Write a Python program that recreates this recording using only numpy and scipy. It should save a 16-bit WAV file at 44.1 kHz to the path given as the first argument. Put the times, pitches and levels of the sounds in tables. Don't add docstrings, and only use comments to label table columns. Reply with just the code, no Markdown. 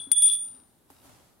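import sys
import numpy as np
from scipy import signal
from scipy.fft import rfft, irfft
from scipy.io import wavfile
from scipy.ndimage import minimum_filter1d

SR = 44100
rng = np.random.default_rng(int(sys.argv[2]) if len(sys.argv) > 2 else 0)


def dump(signal):
    limited = np.clip(np.atleast_2d(signal).T, -1, 1)
    pcm = np.round(limited * 32767).astype(np.int16)
    wavfile.write(sys.argv[1], SR, pcm)


N = 61739
T = np.arange(N) / SR

# t/s, hum pair/dB, main partial/dB, top partial/dB, click/dB, crack/dB, clapper ring/dB
BLOWS = [(.1164, -20, 4.5, -42, 1.5, 8.5, 6.5), (.159, -23.5, -29, -54.5, -41, -33.5, -26),
         (.2219, -28, -21.5, -48.5, -37, -16.5, -1), (.2682, -29.5, -28, -50.5, -29.5, -28.5, -9),
         (.2975, -28.5, -26.5, -55, -53, -29, -16), (.318, -39.5, -34, -48, -41, -38, -27.5),
         (.336, -64.5, -36, -54.5, -46, -42, -23.5), (.356, -73, -59, -89, -50, -51, -35)]
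# f/Hz, t60/s, opening level/dB, left over right/dB, roughness re scrape/dB
BELL_PARTIALS = [(3386, .29, -39, 2.5, 27), (3440, .28, -40.5, 2.5, 27), (9045, .48, -34, 0, 20),
                 (12636, .46, -76, -2, 32)]
# t/s, left/dB, right/dB
WAVER = [(0, 1, -4), (.05, 4, -4), (.1, -4.5, -13), (.117, 5, -29.5), (.132, -7, -5.5), (.143, -15.5, -28),
         (.163, -27, -7), (.18, -3.5, -2.5), (.218, -14.5, -7.5), (.226, -2, -3.5), (.242, 2, -0.5),
         (.282, 2, -1), (.298, -1, -14.5), (.312, -5, -1.5), (.335, 1.5, 5), (.38, -4.5, -1.5),
         (.425, 4, 5), (.52, 4.5, -1.5), (.7, 1.5, -5)]
# t/s, shift/Hz
PITCH_BEND = [(0, -1), (.12, -2), (.18, -4.5), (.24, -7), (.3, 9), (.38, 11.5)]
# f/Hz, level/dB, t60/s
CLAPPER_MODES = [(5120, -41, 0.06), (7720, -39.5, .02), (7700, -32.5, 0.035), (10107, -11.5, 0.044),
                 (10510, -17, 0.029), (10820, -13, 0.014), (12040, -17, .006), (14500, -27.5, .006)]
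# f/Hz, level/dB
CRACK_COLOUR = [(100, -12), (300, -11), (1000, -17), (2000, -21), (3400, -11), (5200, -9), (6600, -14),
                (8500, -4), (10800, 0), (13000, -8), (16000, -17)]
# t/s, level/dB
CHATTER_TICKS = [(0.187, -4), (.269, 16), (0.288, 19), (0.297, 6), (0.317, 13.5), (0.337, 6), (0.349, 7.5),
                 (0.358, 1), (0.431, -2), (0.447, 4), (0.467, -6), (0.483, 4), (.515, 0), (.549, 4),
                 (.566, -5), (0.582, -10), (.600, 1.5), (.634, -7), (0.704, -12), (.95, -3), (0.966, -1),
                 (0.985, 1), (1.001, 2.5), (1.017, 1)]
# f/Hz, level/dB, t60/s
CHATTER_MODES = [(1330, -71, .04), (2850, -66, .025), (3800, -63, .022), (4800, -65, .015),
                 (5350, -64, .018), (7600, -67, .012)]
SCRAPE_LEVEL = [(0, -59), (.11, -75), (.125, -49), (.19, -55), (.26, -47.5), (.3, -50.5), (.345, -48),
                (.38, -66), (.55, -71), (.68, -80), (1.4, -83)]
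SCRAPE_COLOUR = [(200, -17.5), (1200, -15.5), (2000, -11.5), (3600, 9), (5300, -0.5), (6600, -14),
                 (8400, 5.5), (10300, -5), (12000, -13), (15500, -12.5)]
KNOCKS = [(0.071, -43.5, -21.5), (0.902, -55, 4), (1.049, -58, -3.5), (1.095, -61.5, 2.5)]  # t/s, level/dB, puff offset/dB
PUFF_COLOUR = [(40, -25), (120, -4.5), (300, -2), (550, -2.5), (850, 1), (1400, -13.5), (2200, -22),
               (5000, -22.5), (8000, -19.5), (12000, -17.5), (16000, -31.5)]
RUSTLE_LEVEL = [(0, -87), (.87, -82), (.91, -60), (1.01, -66), (1.06, -54), (1.11, -56.5), (1.16, -59),
                (1.26, -62), (1.33, -68), (1.4, -79)]
RUSTLE_COLOUR = [(24, -38), (40, -7), (112, 0.5), (220, -8.5), (262, -3), (455, -10), (630, -5.5),
                 (896, -8.5), (965, -9), (2100, -16.5), (9940, -18), (16000, -31.5)]
GRIP_LEVEL = [(0, -58), (.06, -61.5), (.12, -59), (.22, -62.5), (.45, -64), (.6, -64), (.75, -81.5),
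              (.95, -71.5), (1.08, -64), (1.2, -74), (1.4, -70)]
GRIP_COLOUR = [(50, -22.5), (115, -3), (180, -19.5), (225, -8.5), (255, -0.5), (285, -8), (340, -18),
               (700, -18), (1400, -17.5), (3000, -38)]
BRUSH_LEVEL = [(0, -96.5), (.885, -92.5), (.908, -60), (.97, -70), (1.05, -61.5), (1.11, -72), (1.4, -94)]  # t/s, level/dB
BRUSH_COLOUR = [(2000, -27.5), (7000, -14), (9500, -1), (13000, -2), (16000, -9)]  # f/Hz, level/dB
# f/Hz, level/dB
ROOM_TONE_COLOUR = [(15, -33), (25, -3.5), (157, -3.5), (236, -4), (394, -6.5), (624, -12), (796, -9.5),
                    (1070, -14), (2350, -23.5), (2550, -25), (3920, -22.5), (4490, -26), (6050, -25.5),
                    (11300, -18), (16000, -26.5)]
# f/Hz, left-right correlation
STEREO_LIKENESS = [(30, 0.27), (120, .55), (300, .55), (1000, .3), (4000, .15), (15000, 0.13)]


def bell():
    blow_s, hum_db, main_db, top_db, *_ = np.transpose(BLOWS)
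    beat_lead_s, left_lag_s, attack_s = .0165, .000018, .0003
    arrival = T + beat_lead_s - np.array([[left_lag_s], [0]])
    pole = np.exp(-1 / (attack_s * SR))
    bend_turns = np.cumsum(in_time(PITCH_BEND)[0]) / SR
    out = 0
    for partial, blow_db in zip(BELL_PARTIALS, (hum_db, hum_db, main_db, top_db)):
        hz, t60, start_db, pan_db, rough_db = partial
        level = fade(clicks(blow_s, blow_db) + clicks([0], [start_db]), t60)
        level = signal.lfilter([(1 - pole) ** 2], [1, -2 * pole, pole ** 2], level)
        level = level * from_db([[pan_db / 2], [-pan_db / 2]])
        if blow_db is main_db:
            level = level * from_db(in_time(WAVER))
        shake = filtered(rng.standard_normal((2, N)), "low", hz=119)
        swell, wobble = shake / shake.std() * from_db(in_time(SCRAPE_LEVEL) + rough_db)
        phase = 2 * np.pi * (hz * arrival + bend_turns) + wobble
        out = out + level * (1 + swell) * np.sin(phase)
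    return out


def clapper():
    s, *_, click_db, crack_db, ring_db = np.transpose(BLOWS)
    rings = 0
    for k, (hz, mode_db, t60) in enumerate(CLAPPER_MODES):
        strikes = clicks(s, ring_db + mode_db + rng.normal(0, 1, len(s)))
        rings = rings + (-1) ** k * ring(strikes, hz, t60)
    hits = clicks(s, click_db)
    click = from_db(-10.5) * filtered(hits, "high", hz=146)
    thud = from_db(-36.5) * ring(hits, hz=259.2, t60=.0081)
    snap = from_db(-3.5) * ring(hits, hz=11200, t60=.0012)
    direct = filtered(rings, "high", hz=3500) + click + thud + snap
    crack = from_db(-10) * fade(clicks(s, crack_db), t60=.012) * noise(CRACK_COLOUR)
    return np.array([np.roll(direct, 1), direct]) + crack


def chatter():
    s, db = np.transpose(CHATTER_TICKS)
    return sum(ring(clicks(s, db + mode_db + rng.normal(0, 1, len(s))), hz, t60)
               for hz, mode_db, t60 in CHATTER_MODES)


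def scrape():
    return friction(SCRAPE_LEVEL, SCRAPE_COLOUR, grains_per_s=1200, spread_db=3.5, grain_t60=.018)


def knocks():
    s, db, puff_db = np.transpose(KNOCKS)
    puff = from_db(7.5) * fade(clicks(s, db + puff_db), t60=.025) * noise(PUFF_COLOUR)
    return ring(clicks(s, db), hz=268, t60=.18) + puff


def hand_rustle():
    return friction(RUSTLE_LEVEL, RUSTLE_COLOUR, grains_per_s=2500, spread_db=1.5, grain_t60=.04)


def finger_rub():
    return from_db(in_time(GRIP_LEVEL)) * noise(GRIP_COLOUR)


def skin_brush():
    return from_db(in_time(BRUSH_LEVEL)) * noise(BRUSH_COLOUR)


def room(x, wet_db=-20, t60=.34):
    tail = rng.standard_normal((2, N)) * from_db(-60 * T / t60) * (T > .003)
    tail /= np.sqrt(np.sum(tail ** 2) / 2)
    return x + from_db(wet_db) * signal.fftconvolve(x * np.ones((2, 1)), tail, axes=1)[:, :N]


def room_tone():
    return from_db(-65) * noise(ROOM_TONE_COLOUR)


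def friction(level, colour, grains_per_s, spread_db, grain_t60):
    slips = rng.random(N) < grains_per_s / SR
    grains = fade(slips * from_db(spread_db * rng.standard_normal(N)), grain_t60)
    return from_db(in_time(level)) * noise(colour) * grains / np.sqrt(np.mean(grains ** 2))


def noise(colour):
    hz = np.arange(N // 2 + 1) * SR / N
    mid, side = rfft(rng.standard_normal((2, N)))
    alike = at_hz(STEREO_LIKENESS, hz)
    stereo = np.sqrt(1 + alike) * mid + np.sqrt(1 - alike) * side * np.array([[1], [-1]])
    out = irfft(stereo * from_db(at_hz(colour, hz)) * (hz > 20), N)
    return out / out.std()


def clicks(s, db):
    out = np.zeros(N)
    np.add.at(out, np.clip((np.asarray(s) * SR).astype(int), 0, N - 1), from_db(db))
    return out


def fade(hits, t60):
    energy_kept = from_db(-120 / (t60 * SR))
    return np.sqrt(signal.lfilter([1], [1, -energy_kept], hits ** 2 + 1e-24))


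def ring(hits, hz, t60):
    r, w = from_db(-60 / (t60 * SR)), 2 * np.pi * hz / SR
    return signal.lfilter([0, np.sin(w)], [1, -2 * r * np.cos(w), r * r], hits + 1e-18)


def filtered(x, kind, hz):
    return signal.sosfilt(signal.butter(2, hz, kind, fs=SR, output="sos"), x)


def in_time(rows):
    s, *columns = np.transpose(rows)
    return np.array([np.interp(T, s, c) for c in columns])


def at_hz(points, hz):
    f, value = np.transpose(points)
    return np.interp(np.log(hz + 1), np.log(f), value)


def from_db(db):
    return 10 ** (np.asarray(db) / 20)


def scene():
    rubbing = scrape() + hand_rustle() + finger_rub() + skin_brush()
    return bell() + room(clapper() + chatter() + knocks()) + rubbing + room_tone()


def record(dry):
    ceiling, look_ahead_s, release_db_per_s = .78, .0037, 105.5
    ahead = int(look_ahead_s * SR)
    over_db = 20 * np.log10(np.maximum(np.abs(dry).max(axis=0) / ceiling, 1))
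    coming_peak_db = -minimum_filter1d(-over_db, ahead, origin=-(ahead // 2))
    release_db = release_db_per_s * T
    duck_db = np.maximum.accumulate(coming_peak_db + release_db) - release_db
    smooth_duck_db = signal.lfilter(np.ones(ahead) / ahead, [1], duck_db)
    limited = dry * from_db(-smooth_duck_db)
    top_cut = signal.cheby2(12, 60, 16800, fs=SR, output="sos")
    return signal.sosfilt(top_cut, filtered(limited, "high", hz=35))


dry = scene()
out = record(dry)
dump(out)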